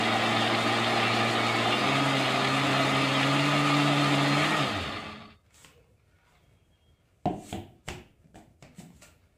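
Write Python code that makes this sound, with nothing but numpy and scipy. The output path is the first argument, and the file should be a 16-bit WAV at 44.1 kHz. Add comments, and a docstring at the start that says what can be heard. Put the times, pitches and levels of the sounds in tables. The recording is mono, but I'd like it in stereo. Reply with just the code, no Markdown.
"""A kitchen mixer-grinder hums and rattles as its blade churns a thick mix in a plastic jar.
It speeds up as the mix thins, is switched off and coasts down, coupling clattering, base shuddering.
The jar is twisted off its base and knocks on the stone counter; its tight lid is prised off with
rubs and clicks. A small tiled kitchen rings with the clatter and the handling, over a low rumble."""
import sys
import numpy as np
from scipy import signal
from scipy.fft import rfft, irfft, next_fast_len
from scipy.io import wavfile
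from scipy.ndimage import uniform_filter1d, map_coordinates

SR = 44100
rng = np.random.default_rng(int(sys.argv[2]) if len(sys.argv) > 2 else 0)


def digitize_waveform(pressure):
    """Quantize a signal to 16-bit integers and store it at the path in sys.argv[1].

    Rows of a 2-D input are taken as channels; values are limited to [-1, 1].
    """
    field = np.atleast_2d(pressure).T
    bounded = np.clip(field, -1, 1)
    quanta = np.round(bounded * 32767).astype(np.int16)
    wavfile.write(sys.argv[1], SR, quanta)


N = 413254
TIME_S = np.arange(N) / SR


def amp(db):
    """Decibels to gain."""
    return 10 ** (np.asarray(db) / 20)


def unit(x):
    """Scale to rms 1."""
    return x / np.sqrt(np.mean(x ** 2) + 1e-20)


def along(points, hz):
    """(Hz, value) points read on a log axis."""
    knots_hz, values = np.transpose(points)
    return np.interp(np.log(hz + 1), np.log(knots_hz + 1), values)


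def bells(rows, hz):
    """Sum of bell-shaped resonances."""
    return sum(height / (1 + (2 * (hz - centre) / width) ** 2) for centre, width, height in rows)


def wobble(rate_hz):
    """Smooth random curve, rate_hz knots a second."""
    knots = rng.standard_normal(int(N * rate_hz / SR) + 4)
    steps = np.arange(0, len(knots) - 1, 1 / 8)
    return np.interp(np.arange(N) * (rate_hz / SR), steps, map_coordinates(knots, [steps]))


def filtered(x, response):
    """Apply a gain given as a function of Hz."""
    length = x.shape[-1]
    size = next_fast_len(length + 8192, True)
    return irfft(rfft(x, size) * response(np.fft.rfftfreq(size, 1 / SR)), size)[..., :length]


# Stereo image. Each row: frequency in Hz, left-right correlation.
LIKENESS = [(60, 0.96), (110, 0.98), (200, 0.98), (380, 0.62), (700, 0.62), (1290, 0.099), (2380, 0.41),
            (4400, 0.12), (8120, 0.081), (15000, 0.07)]
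def spread(pair):
    """Two unrelated signals become left and right: alike in the bass, less so in the treble."""
    def shares(hz):
        turn = np.arccos(np.clip(along(LIKENESS, hz), -1, 1)) / 2
        return np.array([np.cos(turn), np.sin(turn)])
    mid, side = filtered(pair, shares)
    return np.array([mid + side, mid - side])


def noise(spectrum, envelope=1):
    """Stereo noise of rms 1, modulated, then coloured."""
    white = spread(envelope * rng.standard_normal((2, N)))
    return unit(filtered(white, lambda hz: amp(along(spectrum, hz))))


def swirl(x, depth_db):
    """Narrow bands flare and sink, as when the mix tumbles or a rubbing contact shifts; rms 1."""
    bands = signal.stft(x, nperseg=1024)[2]
    field = uniform_filter1d(rng.standard_normal(bands.shape[1:]), size=4, axis=1)
    flare = amp(depth_db * unit(np.tanh(unit(field))))
    return unit(signal.istft(bands * flare, nperseg=1024)[1][:, :N])


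def impulse(spectrum, pitch=1, size=4096):
    """Minimum-phase pulse with this spectrum, transposed by the factor pitch."""
    cepstrum = irfft(np.log(amp(along(spectrum, np.fft.rfftfreq(size, 1 / SR) / pitch))))
    cepstrum[1:size // 2] *= 2
    cepstrum[size // 2 + 1:] = 0
    return irfft(np.exp(rfft(cepstrum)))


# Shaft under power. Each row: time in seconds, speed in Hz.
SHAFT_SPEED = [(0.0, 113.4), (0.61, 114.8), (0.84, 116.7), (1.68, 116.1), (1.9, 133.7), (1.97, 137.7),
               (2.11, 137.2), (2.31, 129.3), (2.38, 130.1), (2.52, 135.6), (3.18, 135.6), (3.48, 144.3),
               (4.0, 144.3), (4.2, 140.8), (4.33, 143.1), (4.53, 156), (4.6, 153.4)]
FULL_HZ = 144
def shaft(off_s=4.586, drag_s=.57, stop_after_s=.79):
    """Powered speed in Hz, and coast: the share of it that drag and friction leave after switch-off."""
    drag = np.exp(-np.maximum(TIME_S - off_s, 0) / drag_s)
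    friction = np.exp(-stop_after_s / drag_s)
    coast = np.maximum(drag - friction, 0) / (1 - friction)
    return np.interp(TIME_S, *np.transpose(SHAFT_SPEED)), coast


# Resonances of the base. Each row: centre in Hz, width in Hz, level in dB.
BASE_MODES = [(89, 24.5, -30), (116.3, 5, -42), (143.25, 19, -28.5), (224.2, 24, -35.5), (286.4, 35.5, -27),
              (358, 29, -36), (397.3, 16, -39)]
def hum(speed_hz, coast, angle):
    """The unbalanced blade pulls at the base; three orders sweep its resonances, shaken by lumps."""
    modes = [(hz, width, amp(db)) for hz, width, db in BASE_MODES]
    out = np.zeros(N)
    for order, shake_db in enumerate((.9, 1.3, 1.8), 1):
        level = bells(modes, order * speed_hz) * coast ** order * amp(shake_db * wobble(28))
        out -= level * np.cos(order * angle)
    return out


# Motor lines. Each row: multiple of the shaft speed, level in dB against the churning.
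MOTOR_ORDERS = [(4, -12.5), (6, -14), (7, -15.5), (9, -14.5), (12, -24), (19, -23), (48, -27.5)]
def whine(angle):
    """The motor's weak upper lines waver in level and phase."""
    return sum(amp(db + 2.5 * wobble(14)) * np.sin(round(order) * angle + .8 * wobble(22))
               for order, db in MOTOR_ORDERS)


# Churning mix. Each row: frequency in Hz, relative density in dB.
CHURN_SPECTRUM = [(25, -26), (55, -30), (100, -10), (200, -14), (330, -6), (500, -5.5), (800, 1.5),
                  (1000, -2.5), (1400, -4), (1900, -9), (3000, -52.5)]
def churn(angle):
    """The blade slaps the mix unevenly, a little harder once a turn."""
    slaps = amp(0.79 * wobble(260) + 0.82 * wobble(40)) * (1 + 0.093 * np.sin(angle))
    return swirl(noise(CHURN_SPECTRUM, slaps), depth_db=1.8)


# Drive rattle, rasp and lumps. Each row: frequency in Hz, relative density in dB.
RATTLE_SPECTRUM = [(700, -28.5), (1400, -1), (1900, -1), (2500, 4), (3600, 2), (4400, -9), (5200, -7.5),
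                   (6500, -58.5), (10000, -55)]
def rattle(angle):
    """The drive chatters in step with the shaft, along with the coupling's rasp and the lumps."""
    pulsing = 1 + .2 * np.sin(angle) + .14 * np.sin(4 * angle)
    chatter = noise(RATTLE_SPECTRUM, amp(1.6 * wobble(700) + 1.1 * wobble(30)) * pulsing)
    return swirl(amp(-3.3) * chatter + amp(-5) * rasp(angle) + amp(-9) * lumps(), depth_db=3.6)


def rasp(angle, turn_likeness=.79, play_rad=.3, play_hz=17, points=256):
    """The coupling rasps on each turn nearly as on the last; its play makes the partials waver."""
    place = np.maximum(angle + play_rad * wobble(play_hz), 0) / (2 * np.pi) * points
    turns = rng.standard_normal((2, N // points, points))
    roughness = signal.lfilter([1], [1, -turn_likeness], turns, axis=1).reshape(2, -1)
    pair = np.array([np.interp(place, np.arange(len(track)), track) for track in roughness])
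    pair = (pair - pair[:, -1:]) * np.sqrt(np.abs(np.gradient(angle)))  # silent at a standstill
    return unit(filtered(spread(pair), lambda hz: amp(along(RATTLE_SPECTRUM, hz))))


def lumps(hits_per_s=38, scatter_db=3, decay_samples=256):
    """Lumps of the mix hit the blade at random; each is a short rattle in the jar."""
    hits = (rng.random(N) < hits_per_s / SR) * amp(scatter_db * np.tanh(rng.standard_normal(N)))
    decay = np.exp(-np.arange(4 * decay_samples) / decay_samples)
    return noise(RATTLE_SPECTRUM, signal.fftconvolve(hits, decay)[:N])


# Fan air. Each row: frequency in Hz, relative density in dB.
FAN_SPECTRUM = [(3000, -23.5), (5000, -8), (6000, 0), (7500, 0), (9000, -4.5), (10500, -9.5),
                (12500, -16.5), (15000, -18)]
def fan():
    """Air from the fan makes a fluttering hiss."""
    return swirl(noise(FAN_SPECTRUM, amp(1.2 * wobble(600) + .9 * wobble(35))), depth_db=2.5)


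# Resonances and notches of jar and housing. Each row: centre in Hz, width in Hz, lift in dB.
HOUSING_COLOUR = [(214, 72, 10), (297, 19, 13), (417, 53, 2), (644, 74, 5.5), (702, 33, 3.5), (853, 18, 4),
                  (939, 200, -4.5), (1014, 13, 6.5), (1210, 150, 6.5), (1450, 22, 4), (1562, 100, -5.5),
                  (1740, 13, 8.5), (1870, 51, 5), (2045, 140, 6.5), (2148, 31, -10), (2196, 47, 7),
                  (2330, 41, 3), (2690, 50, 0), (2822, 39, 3), (2947, 48, -6.5), (3160, 60, -0.5),
                  (3270, 60, 1), (3683, 130, 3), (4180, 65, 9), (4290, 50, 8), (4450, 54, 8),
                  (4660, 50, 7.5)]
# Their stereo balance. Each row: frequency in Hz, left minus right in dB.
HOUSING_BALANCE = [(60, -6.5), (99, -5.5), (160, -8.5), (270, 12.5), (450, 1.5), (740, 2), (1220, -3),
                   (2010, -0.5), (3330, 1), (5500, -1), (9080, 0.5), (15000, 0)]
def housing(x):
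    """Jar and housing colour the sound and throw each band to one side."""
    sides = np.array([[.5], [-.5]])
    return filtered(x, lambda hz: amp(bells(HOUSING_COLOUR, hz) + sides * along(HOUSING_BALANCE, hz)))


# Singing jar. Each row: centre in Hz, width in Hz, level in dB at FULL_HZ, speed exponent.
JAR_DRONES = [(204.6, 35, -42.5, 1.5), (417, 14, -52, -3.5), (510, 130, -47, 0.5), (769, 120, -50, -7),
              (1208, 28, -35, 3.5), (1271, 44, -36, 2)]
def drones(powered_hz):
    """The tumbling mix sets the jar's resonances singing, each with its own dependence on speed."""
    pair = np.zeros((2, N))
    for hz, width, db, exponent in JAR_DRONES:
        level = amp(db) * (powered_hz / FULL_HZ) ** exponent
        wave = (wobble(width) + 1j * wobble(width)) * np.exp(2j * np.pi * hz * TIME_S)
        pair += level * np.array([wave.real, wave.imag])
    return spread(pair) * amp([[-1], [1]])


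# Room background. Each row: frequency in Hz, relative density in dB.
RUMBLE_SPECTRUM = [(25, -26), (55, -5), (85, -4), (140, -10), (220, -19.5), (400, -21.5), (650, -22.5),
                   (900, -36.5), (2500, -45.5), (4500, -43.5), (8000, -39), (15500, -49)]
def rumble(level_db=-64):
    """The room rumbles, low and slightly uneven."""
    return amp(level_db + 1.4 * wobble(23)) * noise(RUMBLE_SPECTRUM)


# Base on its feet. Each row: frequency in Hz, relative density in dB.
FEET_SPECTRUM = [(40, -31), (70, -12.5), (90, 2.5), (115, -3), (180, -14.5), (215, 4), (250, -15.5),
                 (305, -7), (360, -31.5), (800, -67)]
def shudder(coast):
    """The base shudders on its rubber feet midway through the coast."""
    return amp(-34.5) * (1 - coast) * coast ** .75 * noise(FEET_SPECTRUM)


# Struck housing. Each row: centre in Hz, width in Hz, relative level in dB.
HOUSING_MODES = [(422, 16, 2), (755, 30, -15.5), (1168, 57, 3.5), (1250, 50, 3.5), (2060, 30, 3),
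                 (2590, 24, -6.5), (3270, 60, -10.5), (3560, 35, -13), (3660, 60, -3), (4400, 45, -5),
                 (4520, 65, -6)]
def clatter(angle, coast, teeth=4, flurry_db=4, flurry_hz=32, room_db=-2):
    """Unloaded, the coupling's teeth knock in flurries, hardest once a turn, and ring the housing."""
    knocks = np.diff(np.floor(teeth * angle / (2 * np.pi)), prepend=0)
    knocks = knocks * amp(4 * rng.standard_normal((2, N)))
    flurries = amp(flurry_db * (np.tanh(wobble(flurry_hz)) + np.cos(angle)))
    knocks = unit(knocks * flurries) * (1 - coast) * coast ** .56
    modes = [(hz, width, amp(db)) for hz, width, db in HOUSING_MODES]
    rms_gain = np.sqrt(np.mean(bells(modes, np.fft.rfftfreq(8192, 1 / SR)) ** 2))
    ring = filtered(spread(knocks), lambda hz: bells(modes, hz) / rms_gain)
    return amp(-35.5) * (ring + amp(room_db) * kitchen(ring))


def mixer(slack_db=-1.5, slack_below=.95, slack_span=.096):
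    """One shaft drives every layer; after switch-off the drive goes slack and each dies at its own rate."""
    powered_hz, coast = shaft()
    speed_hz = powered_hz * coast
    angle = 2 * np.pi * np.cumsum(speed_hz * (1 + 0.003 * wobble(25))) / SR
    churn_gain = amp(-30.5) * coast ** 1.09
    rattle_gain = amp(-31.5) * coast ** .92
    fan_gain = amp(-43.5) * (powered_hz / FULL_HZ) ** .88 * coast ** 1.37
    slack_gain = amp(slack_db * np.clip((slack_below - coast) / slack_span, 0, 1))
    motor = churn_gain * whine(angle)
    rush = housing(slack_gain * (churn_gain * churn(angle) + rattle_gain * rattle(angle) + fan_gain * fan()))
    singing = drones(powered_hz) * coast ** 1.86
    return motor + rush + singing + shudder(coast) + hum(speed_hz, coast, angle) + clatter(angle, coast)


# Kitchen reverberation. Each row: frequency in Hz, T60 in seconds.
KITCHEN_T60 = [(100, 0.51), (300, 0.56), (800, 0.36), (2800, 0.41), (8000, 0.26), (15000, 0.53)]
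ROOM_DB = 3.5
def kitchen(x, build_s=.004):
    """Tiled walls answer; each frequency dies at its own rate."""
    hz, t, bands = signal.stft(spread(rng.standard_normal((2, SR // 2))), SR, nperseg=256)
    tail = signal.istft(bands * amp(-60 * t / along(KITCHEN_T60, hz)[:, None]), SR, nperseg=256)[1]
    tail *= 1 - np.exp(-np.arange(tail.shape[1]) / SR / build_s)
    return signal.fftconvolve(x, tail / np.linalg.norm(tail[0]), axes=1)[:, :x.shape[-1]]


def thud(t, hz, t60_s=.057, rise_s=.003):
    """Counter or jar wall gives one dull, damped tone."""
    return np.gradient(np.sin(2 * np.pi * hz * t) * amp(-60 * t / t60_s) * (1 - np.exp(-t / rise_s)))


# Filled jar. Each row: frequency in Hz, relative level in dB, T60 in seconds.
JAR_MODES = [(200, -3, .045), (323, -7.5, .17), (370, -4, .04), (475, -9, .03), (590, -3, .028),
             (735, 3, .032), (1010, -13, .02), (2810, -25, .09)]
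def jar_knock(t, pitch, t60_share, detune=.024):
    """The knocked jar rings; the shifting grip damps it and detunes each mode from hit to hit."""
    ring = np.zeros(len(t))
    for k, (hz, db, t60_s) in enumerate(JAR_MODES):
        envelope = amp(db + rng.normal(0, 1) - 60 * t / (t60_s * t60_share))
        gripped_hz = hz * pitch * (1 + rng.normal(0, detune))
        ring += (-1) ** k * envelope * np.sin(2 * np.pi * gripped_hz * t)
    return ring


def slip(t, count=5, gap_s=.0011, gap_ratio=.7, grating_db=-1):
    """The rim lets go in a few sharp clicks that crowd together, over a brief grating."""
    gaps_s = gap_s * gap_ratio ** np.arange(count) * rng.uniform(.6, 1.4, count)
    sizes = rng.choice([-1, 1], count) * amp(rng.normal(0, 2, count))
    starts = np.round((np.cumsum(gaps_s) - gaps_s[0] / 2) * SR).astype(int)
    clicks = np.bincount(starts, sizes, len(t))
    grating = t * np.exp(-t / gap_s) * rng.standard_normal(len(t))
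    burst = unit(clicks) + amp(grating_db) * unit(grating)
    return burst / np.linalg.norm(burst)


# Lid click and its bright tick. Each row: frequency in Hz, relative level in dB.
CLICK_SPECTRUM = [(300, -8), (900, -6.5), (1400, -1.5), (2200, 0.5), (3000, 5), (4100, -7.5), (5500, -6.5),
                  (9000, -39)]
TICK_SPECTRUM = [(2500, -27), (5000, 4.5), (6500, 2), (7800, 5), (9000, -8), (11000, -16.5), (15000, -19.5)]
# Jar and lid contacts. Each row: start in seconds, thud energy in dB, thud pitch in Hz, knock energy in dB,
# jar pitch factor, share of T60 the grip leaves, hardness (click over knock) in dB, click pitch factor.
HITS = [(5.463, -48, 120, -52.5, 1, .5, 2.5, 0.76), (5.506, -51, 120, -45, 1.5, .5, 0.5, .75),
        (5.542, -38, 113, -60, 1, 0.63, 24, 1.5), (5.619, -47, 129, -40, 1.3, .6, -3, .9),
        (5.646, -37, 139, -30.5, 1.47, 0.88, 5, .95), (5.777, -44, 120, -46.5, .9, .8, -2, 0.5),
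        (7.256, -12.5, 110, 3, 0.99, 1, -20.5, 1), (7.527, -10, 99.5, -7, 1, 0.82, -7, 1.05),
        (7.878, -26, 95, -15, 0.83, 0.4, -9.5, 0.8), (7.885, -12.5, 89, -11.5, 1.1, 0.41, 2.9, 0.95),
        (8.243, -28, 168, -45.5, 0.92, 0.5, -4.5, .75), (8.271, -37, 169, -47.5, 0.94, .5, -5.5, 0.66),
        (8.344, -41, 165, -27, 0.75, 0.61, -11, 0.6), (8.356, -26, 95, -22.5, 1.01, 1, -10, 0.64),
        (8.385, -33, 119, -33.5, 1.1, 0.75, -4, 0.77), (8.476, -30.5, 94, -51, 0.88, .4, -14, .8),
        (8.6246, -26, 105, -23.5, 0.86, 0.28, -1, 0.83), (8.783, -16.5, 165, -40, 1, 0.32, -5, .8),
        (8.803, -25, 242, -26.5, .98, 0.61, -12.5, 0.68), (8.903, -31, 167, -36, 1.2, 0.37, -9, .8),
        (8.946, -29, 85, -51, 1.1, .4, -9, .8), (9.02, -42, 99, -31.5, 0.93, 1, 2, 0.85)]
def contacts(tick_db=-5, tick_slope=1.3, snap_room_db=2):
    """Each contact thuds, rings the jar and cracks at the lid: the harder, the brighter."""
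    out = np.zeros((2, N + SR))
    t = np.arange(3 * SR // 4) / SR
    def sized(part, db):
        return np.pad(amp(db) * part / np.linalg.norm(part), (0, len(t) - len(part)))
    tick = impulse(TICK_SPECTRUM)
    for start_s, thud_db, thud_hz, knock_db, jar_pitch, t60_share, hard_db, click_pitch in HITS:
        body = sized(thud(t, thud_hz), thud_db) + sized(jar_knock(t, jar_pitch, t60_share), knock_db)
        click = sized(impulse(CLICK_SPECTRUM, click_pitch), knock_db + hard_db)
        snap = click + sized(tick, knock_db + tick_db + tick_slope * hard_db)
        crack = signal.fftconvolve(snap, slip(t))[:len(t)]
        to_walls = amp(ROOM_DB) * body + amp(snap_room_db) * snap  # walls blur the clicks into one snap
        out[:, round(start_s * SR):][:, :len(t)] += body + crack + kitchen(to_walls[None])
    return out[:, :N]


def strokes(rows):
    """Envelope of strokes that swell and fade by 20 dB per rise or fall time."""
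    return sum(amp(db) * 10 ** -np.maximum((peak_s - TIME_S) / rise_s, (TIME_S - peak_s) / fall_s)
               for peak_s, rise_s, fall_s, db in rows)


# Sliding lid. Each row: frequency in Hz, relative density in dB.
LID_SPECTRUM = [(500, -11.5), (1500, -11), (3200, -6.5), (5500, -10.5), (7800, 0), (9500, -12.5),
                (12000, -16.5), (15000, -19)]
# Lid strokes. Each row: peak, rise and fall in seconds, level in dB.
LID_STROKES = [(5.55, 0.028, 0.1, -57), (5.64, .09, 0.039, -57.5), (6.29, .09, 0.13, -74.5),
               (7.515, 0.17, 0.018, -46.5), (7.875, 0.025, .038, -53), (8.36, 0.017, 0.018, -55),
               (8.62, .04, .01, -69), (8.795, 0.042, .033, -50.5), (8.97, .09, 0.033, -63.5),
               (9.03, 0.021, 0.016, -48)]
def lid_rubs():
    """The plastic lid slides on the jar in tiny slips: a bright rub that swells until it lets go."""
    return strokes(LID_STROKES) * swirl(noise(LID_SPECTRUM, amp(1.5 * wobble(900))), depth_db=4.5)


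# Scraping rim. Each row: frequency in Hz, relative density in dB.
RIM_SPECTRUM = [(200, -16), (500, 1), (1200, 0.5), (2400, 0.5), (3600, -5), (5500, -10.5), (10000, -24),
                (15000, -22)]
# Jar wall resonances. Each row: centre in Hz, width in Hz, lift in dB.
WALL_MODES = [(492, 40, 5), (970, 30, 4.5), (1100, 40, 3.5), (1264, 60, 5), (1380, 60, 5.5),
              (1680, 80, 2.5), (2210, 70, 6), (2580, 45, 8.5), (2867, 50, 5.5)]
# Rim strokes. Each row: peak, rise and fall in seconds, level in dB.
RIM_STROKES = [(5.62, 0.29, 0.26, -64), (6.29, 0.37, 0.3, -68.5), (6.8, 1.5, 5.9, -78),
               (8.8, 0.12, 0.083, -64.5), (9.03, 0.035, .028, -52), (9.2, 0.29, .35, -80)]
def rim_scrapes():
    """Duller, jerky scrapes of the rim ring the jar wall."""
    jerks = amp(5 * wobble(340) + 2 * wobble(30))
    wall = filtered(noise(RIM_SPECTRUM, jerks), lambda hz: amp(bells(WALL_MODES, hz)))
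    return strokes(RIM_STROKES) * swirl(wall, depth_db=4.5)


# Faint tones. Each row: peak in seconds, half length in seconds, pitch in Hz, level in dB.
FAINT_TONES = [(5.794, 0.13, 470, -63.5), (6.2, 0.11, 1450, -71), (6.273, 0.067, 950, -72),
               (6.543, 0.22, 3250, -80), (6.826, 0.17, 3250, -74)]
def faint_rings(waver_rad=1.6):
    """Faint rings swell, waver and fade while the jar is carried."""
    out = np.zeros(N)
    for peak_s, half_s, hz, db in FAINT_TONES:
        envelope = amp(db + 3.7 * wobble(35)) * np.exp(-((TIME_S - peak_s) / half_s) ** 2)
        out += envelope * np.sin(2 * np.pi * hz * TIME_S + waver_rad * wobble(70))
    return out


def scene():
    """The mixer, then the jar handled in the ringing room."""
    rubbing = lid_rubs() + rim_scrapes()
    return mixer() + contacts() + rubbing + amp(ROOM_DB) * kitchen(rubbing) + rumble() + faint_rings()


DIP_S, DIP_HALF_S, DIP_DB = 5.432, .01, -4.5
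TOP_HZ = 15500
def record(dry):
    """The level dips briefly once the shaft stands; everything above TOP_HZ is cut."""
    dip = amp(DIP_DB * np.exp(-((TIME_S - DIP_S) / DIP_HALF_S) ** 2))
    return filtered(dry * dip, lambda hz: hz < TOP_HZ)


dry = scene()
out = record(dry)
digitize_waveform(out)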